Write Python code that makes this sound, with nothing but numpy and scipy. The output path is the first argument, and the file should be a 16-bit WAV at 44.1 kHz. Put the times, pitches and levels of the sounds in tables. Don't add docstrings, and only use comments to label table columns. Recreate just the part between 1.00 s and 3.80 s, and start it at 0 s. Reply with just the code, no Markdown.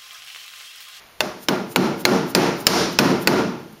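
import sys
import numpy as np
from scipy import signal
from scipy.fft import rfft, irfft, next_fast_len
from scipy.io import wavfile
from scipy.ndimage import uniform_filter1d

SR = 44100
rng = np.random.default_rng(int(sys.argv[2]) if len(sys.argv) > 2 else 0)


def voltage_ratio(level):
    return 10 ** (np.asarray(level, float) / 20)


def waveform_to_disk(signal):
    frames = np.transpose(np.atleast_2d(signal))
    scaled = np.clip(frames, -1, 1) * 32767
    samples = np.round(scaled).astype(np.int16)
    wavfile.write(sys.argv[1], SR, samples)


N = 123479

# start_s, cap_dull_db, cap_bright_db, chassis_db, room_send_db
BLOWS = [
    (0.2055, 4.5, 4, -21.5, -14.5),
    (0.4854, 7, 3, -10.5, -13),
    (0.7602, 10.5, 8.5, -4, -11.5),
    (1.0524, 9.5, 9.5, -1.5, -8),
    (1.3498, 10, 9, -2.5, -5.5),
    (1.6679, 13, 19.5, -2, -6),
    (1.9883, 12, 11, -0.5, -8),
    (2.2734, 13, 11, 0, -9.5),
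]
# middle_mode_hz, upper_mode_hz, hub_knock_db, fizz_db
CONTACT = [(2685, 4300, 5, -6.5), (3040, 5400, 3.5, -10), (2228, 4000, 7, -9), (2240, 4090, 4, -1),
           (2466, 4800, 4.5, -12), (2320, 5400, -23, -7), (2584, 5200, 9, -15), (1930, 4480, 8.5, -17)]
# ratio, level_db, t60_s
CAP_DULL = [(.8, -0.5, 0.0067), (1.01, 3.5, 0.0076), (1.3, -3.5, 0.011)]
CAP_BRIGHT = [(.85, -4.5, 0.0081), (1.01, 3.5, 0.006), (1.2, -28, 0.003), (1.45, -16.5, 0.015)]
# pitch_hz, level_db, t60_s
HUB = [(457, -4, 0.021), (558, 2.5, 0.027), (614, -13.5, 0.39), (1020, 3, 0.026), (1182, 1.5, 0.025),
       (1504, 1, 0.045)]
# pitch_hz, level_db, t60_s
FIZZ = [(6700, 0, .006), (9300, -3, .005), (10500, -1, .005), (13500, -9, .006)]
DETUNE, MODE_SCATTER_DB = 0.02, 1.5
SNAP_DB, SNAP_T60_S = -5.5, 0.022
BRIGHT_RISE_S, DULL_RISE_S = 0.00019, 0.00092

# delay_s, level_db
ECHOES = [(.0023, -14), (.0036, -13), (.0047, -9.5), (.0061, -11.5), (.0085, -17)]

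# pitch_hz, width_hz, level_db
CHASSIS = [(140, 18, -6), (186.7, 21.8, 2), (247.7, 42, -1), (347, 45.3, -0.5), (457.8, 22.6, -4),
           (569, 42, -10.5), (877, 227, -14), (1400, 52, -11)]
BOOM_RISE_S, BOOM_T60_S = 0.004, 0.7
# pitch_hz, level_db, t60_s
STUDS = [(955, -24, 0.79), (1163, -29, 1.4), (1362, -35, 0.29), (4140, -33, 1), (4450, -26, 0.22)]
# pitch_hz, level_db, t60_s
THUD = [(142.3, -5, 0.26), (183.3, 1, 0.23), (208, 1, 0.098), (257, -1, 0.19), (288, -3.5, 0.24),
        (341, -2.5, 0.44), (367.7, 3, 0.3), (438.3, -11, 0.29)]
THUD_DB, THUD_RISE_S = -0.5, 0.02
# pitch_hz, level_db
SHUDDER = [(20, -15), (60, -27), (110, -8), (250, -6), (400, -34)]
SHUDDER_DB, SHUDDER_T60_S = -20.5, 1.7

# pitch_hz, t60_s
ROOM = [(150, 0.79), (700, 0.53), (2500, 0.65), (6000, 0.61), (14000, 0.34)]
ROOM_DELAY_S, ROOM_RISE_S = 0.0047, 0.002
# pitch_hz, level_db
SEND_DULL = [(60, -8), (150, -13.5), (600, 4.5), (1400, -3.5), (2500, -9), (4000, -17), (7000, -55),
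             (15500, -20.5)]
SEND_BRIGHT = [(800, 1), (2500, -7), (4000, -2), (5500, 1), (7000, -8), (9000, -6), (12000, -6),
               (15500, -11.5)]
SEND_DULL_DB, SEND_BRIGHT_DB = 13, 8

# peak_s, level_db, length_s
SWINGS = [
    (0.437, -32, .05),
    (0.724, -29.5, .045),
    (1.01, -28, 0.038),
    (1.305, -28.5, 0.044),
    (1.61, -29, 0.053),
    (1.932, -32.5, 0.044),
    (2.228, -26.5, 0.038),
    (2.73, -42, .012),
]
# pitch_hz, level_db
SHOT = [(1500, -30), (3000, -9), (6000, -11), (8500, -3), (11000, -1), (13000, 0), (15500, -1)]
SHOT_SPREAD_DB = 1.5
SHOT_FALL = 0.52

# pitch_hz, level_db
HUM = [(25, 19.5), (60, 4), (130, -8), (500, -5), (1100, -5.5), (3000, -20), (4000, -14), (7000, -17)]
# pitch_hz, level_db
HISS = [(3000, 1.5), (7000, -9.5), (9000, -2.5), (12000, 0.5), (15500, -3.5), (17000, -7)]
# pitch_hz, level_db
FADING = [(300, -23), (900, 2), (2000, 7), (3500, 1), (7000, -8)]
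HUM_DB, HISS_DB = -46, -50
FADING_DB, FADING_T60_S = -46.5, 0.79

# pitch_hz, level_db
TONE = [(25, -26), (90, -2.5), (200, -0.5), (7400, -2), (7900, -39), (8100, -22), (8350, -7), (15400, -6.5)]
TOP_HZ = 15550
CEILING_DB, ATTACK_S, RELEASE_DB_PER_S, HARD = -7, 0.007, 150, 12


def unit(x):
    return x / np.sqrt(np.mean(x ** 2) + 1e-20)


def along(points, hz):
    f, v = np.transpose(points)
    return np.interp(np.log(hz + 1), np.log(f + 1), v)


def filtered(x, response):
    m = next_fast_len(len(x) + 8192)
    return irfft(rfft(x, m) * response(np.fft.rfftfreq(m, 1 / SR)), m)[:len(x)]


def rush(spectrum, size):
    inside = lambda hz: voltage_ratio(along(spectrum, hz)) * (hz < spectrum[-1][0])
    return unit(filtered(rng.standard_normal(size), inside))


def ring(modes, t, detune, scale=1):
    hz, db, t60 = np.transpose(modes)[..., None]
    level_luck, pitch_luck = rng.standard_normal((2, len(modes), 1))
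    envelope = voltage_ratio(db + MODE_SCATTER_DB * level_luck - 60 * t / t60)
    pitch = scale * hz * (1 + detune * pitch_luck)
    return np.sum(envelope * np.sin(2 * np.pi * pitch * t), 0)


def taps():
    out, t = np.zeros(N + SR), np.arange(SR) / SR
    for (start_s, dull_db, bright_db, chassis_db, wet_db), contact in zip(BLOWS, CONTACT):
        near = filtered(crack(t, dull_db, bright_db, *contact), wheel_arch)
        wet = voltage_ratio(dull_db + SEND_DULL_DB) * room(SEND_DULL)
        wet += voltage_ratio(bright_db + SEND_BRIGHT_DB) * room(SEND_BRIGHT)
        blow = near + voltage_ratio(wet_db + 5) * wet + voltage_ratio(chassis_db - 6.5) * chassis(t)
        out[round(start_s * SR):][:SR] += blow
    return out[:N]


def crack(t, dull_db, bright_db, middle_hz, upper_hz, knock_db, fizz_db):
    snap = voltage_ratio(SNAP_DB - 60 * t / SNAP_T60_S) * rng.standard_normal(len(t))
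    fizz = voltage_ratio(fizz_db) * ring(FIZZ, t, 2 * DETUNE)
    bright = voltage_ratio(bright_db - 7.5) * (ring(CAP_BRIGHT, t, DETUNE, upper_hz) + snap + fizz)
    knock = voltage_ratio(knock_db - 16) * ring(HUB, t, DETUNE)
    dull = voltage_ratio(dull_db - 6) * ring(CAP_DULL, t, DETUNE, middle_hz) + knock
    return bright * (1 - np.exp(-t / BRIGHT_RISE_S)) + dull * (1 - np.exp(-t / DULL_RISE_S))


def wheel_arch(hz):
    return 1 + sum(voltage_ratio(db) * np.exp(-2j * np.pi * hz * delay_s) for delay_s, db in ECHOES)


def chassis(t):
    boom = unit(filtered(rng.standard_normal(len(t)), chassis_body)) + 4 * ring(STUDS, t, 0.0076)
    boom *= voltage_ratio(-60 * t / BOOM_T60_S)
    shudder = voltage_ratio(SHUDDER_DB - 60 * t / SHUDDER_T60_S) * rush(SHUDDER, len(t)) * (1 - t)
    thud = voltage_ratio(THUD_DB) * (1 - np.exp(-(t / THUD_RISE_S) ** 2)) * ring(THUD, t, 0.0142)
    return (1 - np.exp(-t / BOOM_RISE_S)) * (boom + shudder) + thud


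def chassis_body(hz):
    total = 0
    for k, (centre, width, db) in enumerate(CHASSIS):
        damping = 1j * hz * width
        total = total + (-1) ** k * voltage_ratio(db) * damping / (centre * centre - hz * hz + damping)
    return total


def room(send):
    hz, t, z = signal.stft(rng.standard_normal(SR), SR, nperseg=256)
    decay_db = along(send, hz)[:, None] - 60 * t / along(ROOM, hz)[:, None]
    tail = signal.istft(z * voltage_ratio(decay_db), SR, nperseg=256)[1]
    tail = tail * (1 - np.exp(-np.arange(len(tail)) / (ROOM_RISE_S * SR)))
    return np.pad(tail / np.linalg.norm(tail), (round(ROOM_DELAY_S * SR), 0))[:SR]


def shot():
    t, swing = np.arange(N) / SR, np.zeros(N)
    for peak_s, db, length_s in SWINGS:
        fade_s = length_s / 2.3 * np.where(t > peak_s, SHOT_FALL + 0.1, 1)
        swing += voltage_ratio(db) * np.exp(-np.abs(t - peak_s) / fade_s)
    flutter = unit(uniform_filter1d(rng.standard_normal(N), size=30))
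    grains = rng.standard_normal(N) * voltage_ratio(SHOT_SPREAD_DB * flutter)
    return swing * unit(filtered(grains, lambda hz: voltage_ratio(along(SHOT, hz))))


def shop():
    fading = voltage_ratio(FADING_DB - 60 * np.arange(N) / SR / FADING_T60_S) * rush(FADING, N)
    return voltage_ratio(HUM_DB) * rush(HUM, N) + voltage_ratio(HISS_DB) * rush(HISS, N) + fading


def scene():
    return (taps() + shot() + shop())[None]


def low_pass(x):
    return signal.sosfilt(signal.butter(12, 16350, fs=SR, output="sos"), x)


def record(dry):
    x = filtered(dry[0], lambda hz: voltage_ratio(along(TONE, hz)) * (hz < TOP_HZ))
    ramp = RELEASE_DB_PER_S * np.arange(N) / SR
    over_db = np.maximum(20 * np.log10(np.abs(x) + 1e-9) - CEILING_DB, 0)
    duck_db = np.maximum.accumulate(over_db + ramp) - ramp
    keep = np.exp(-1 / (ATTACK_S * SR))
    x = x * voltage_ratio(-signal.lfilter([1 - keep], [1, -keep], duck_db))
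    clipped = x / (1 + np.abs(x) ** HARD) ** (1 / HARD)
    x = filtered(clipped, lambda hz: hz < TOP_HZ)
    return low_pass(np.clip(x, -1, 1)[None])


dry = scene()
out = record(dry)
waveform_to_disk(out)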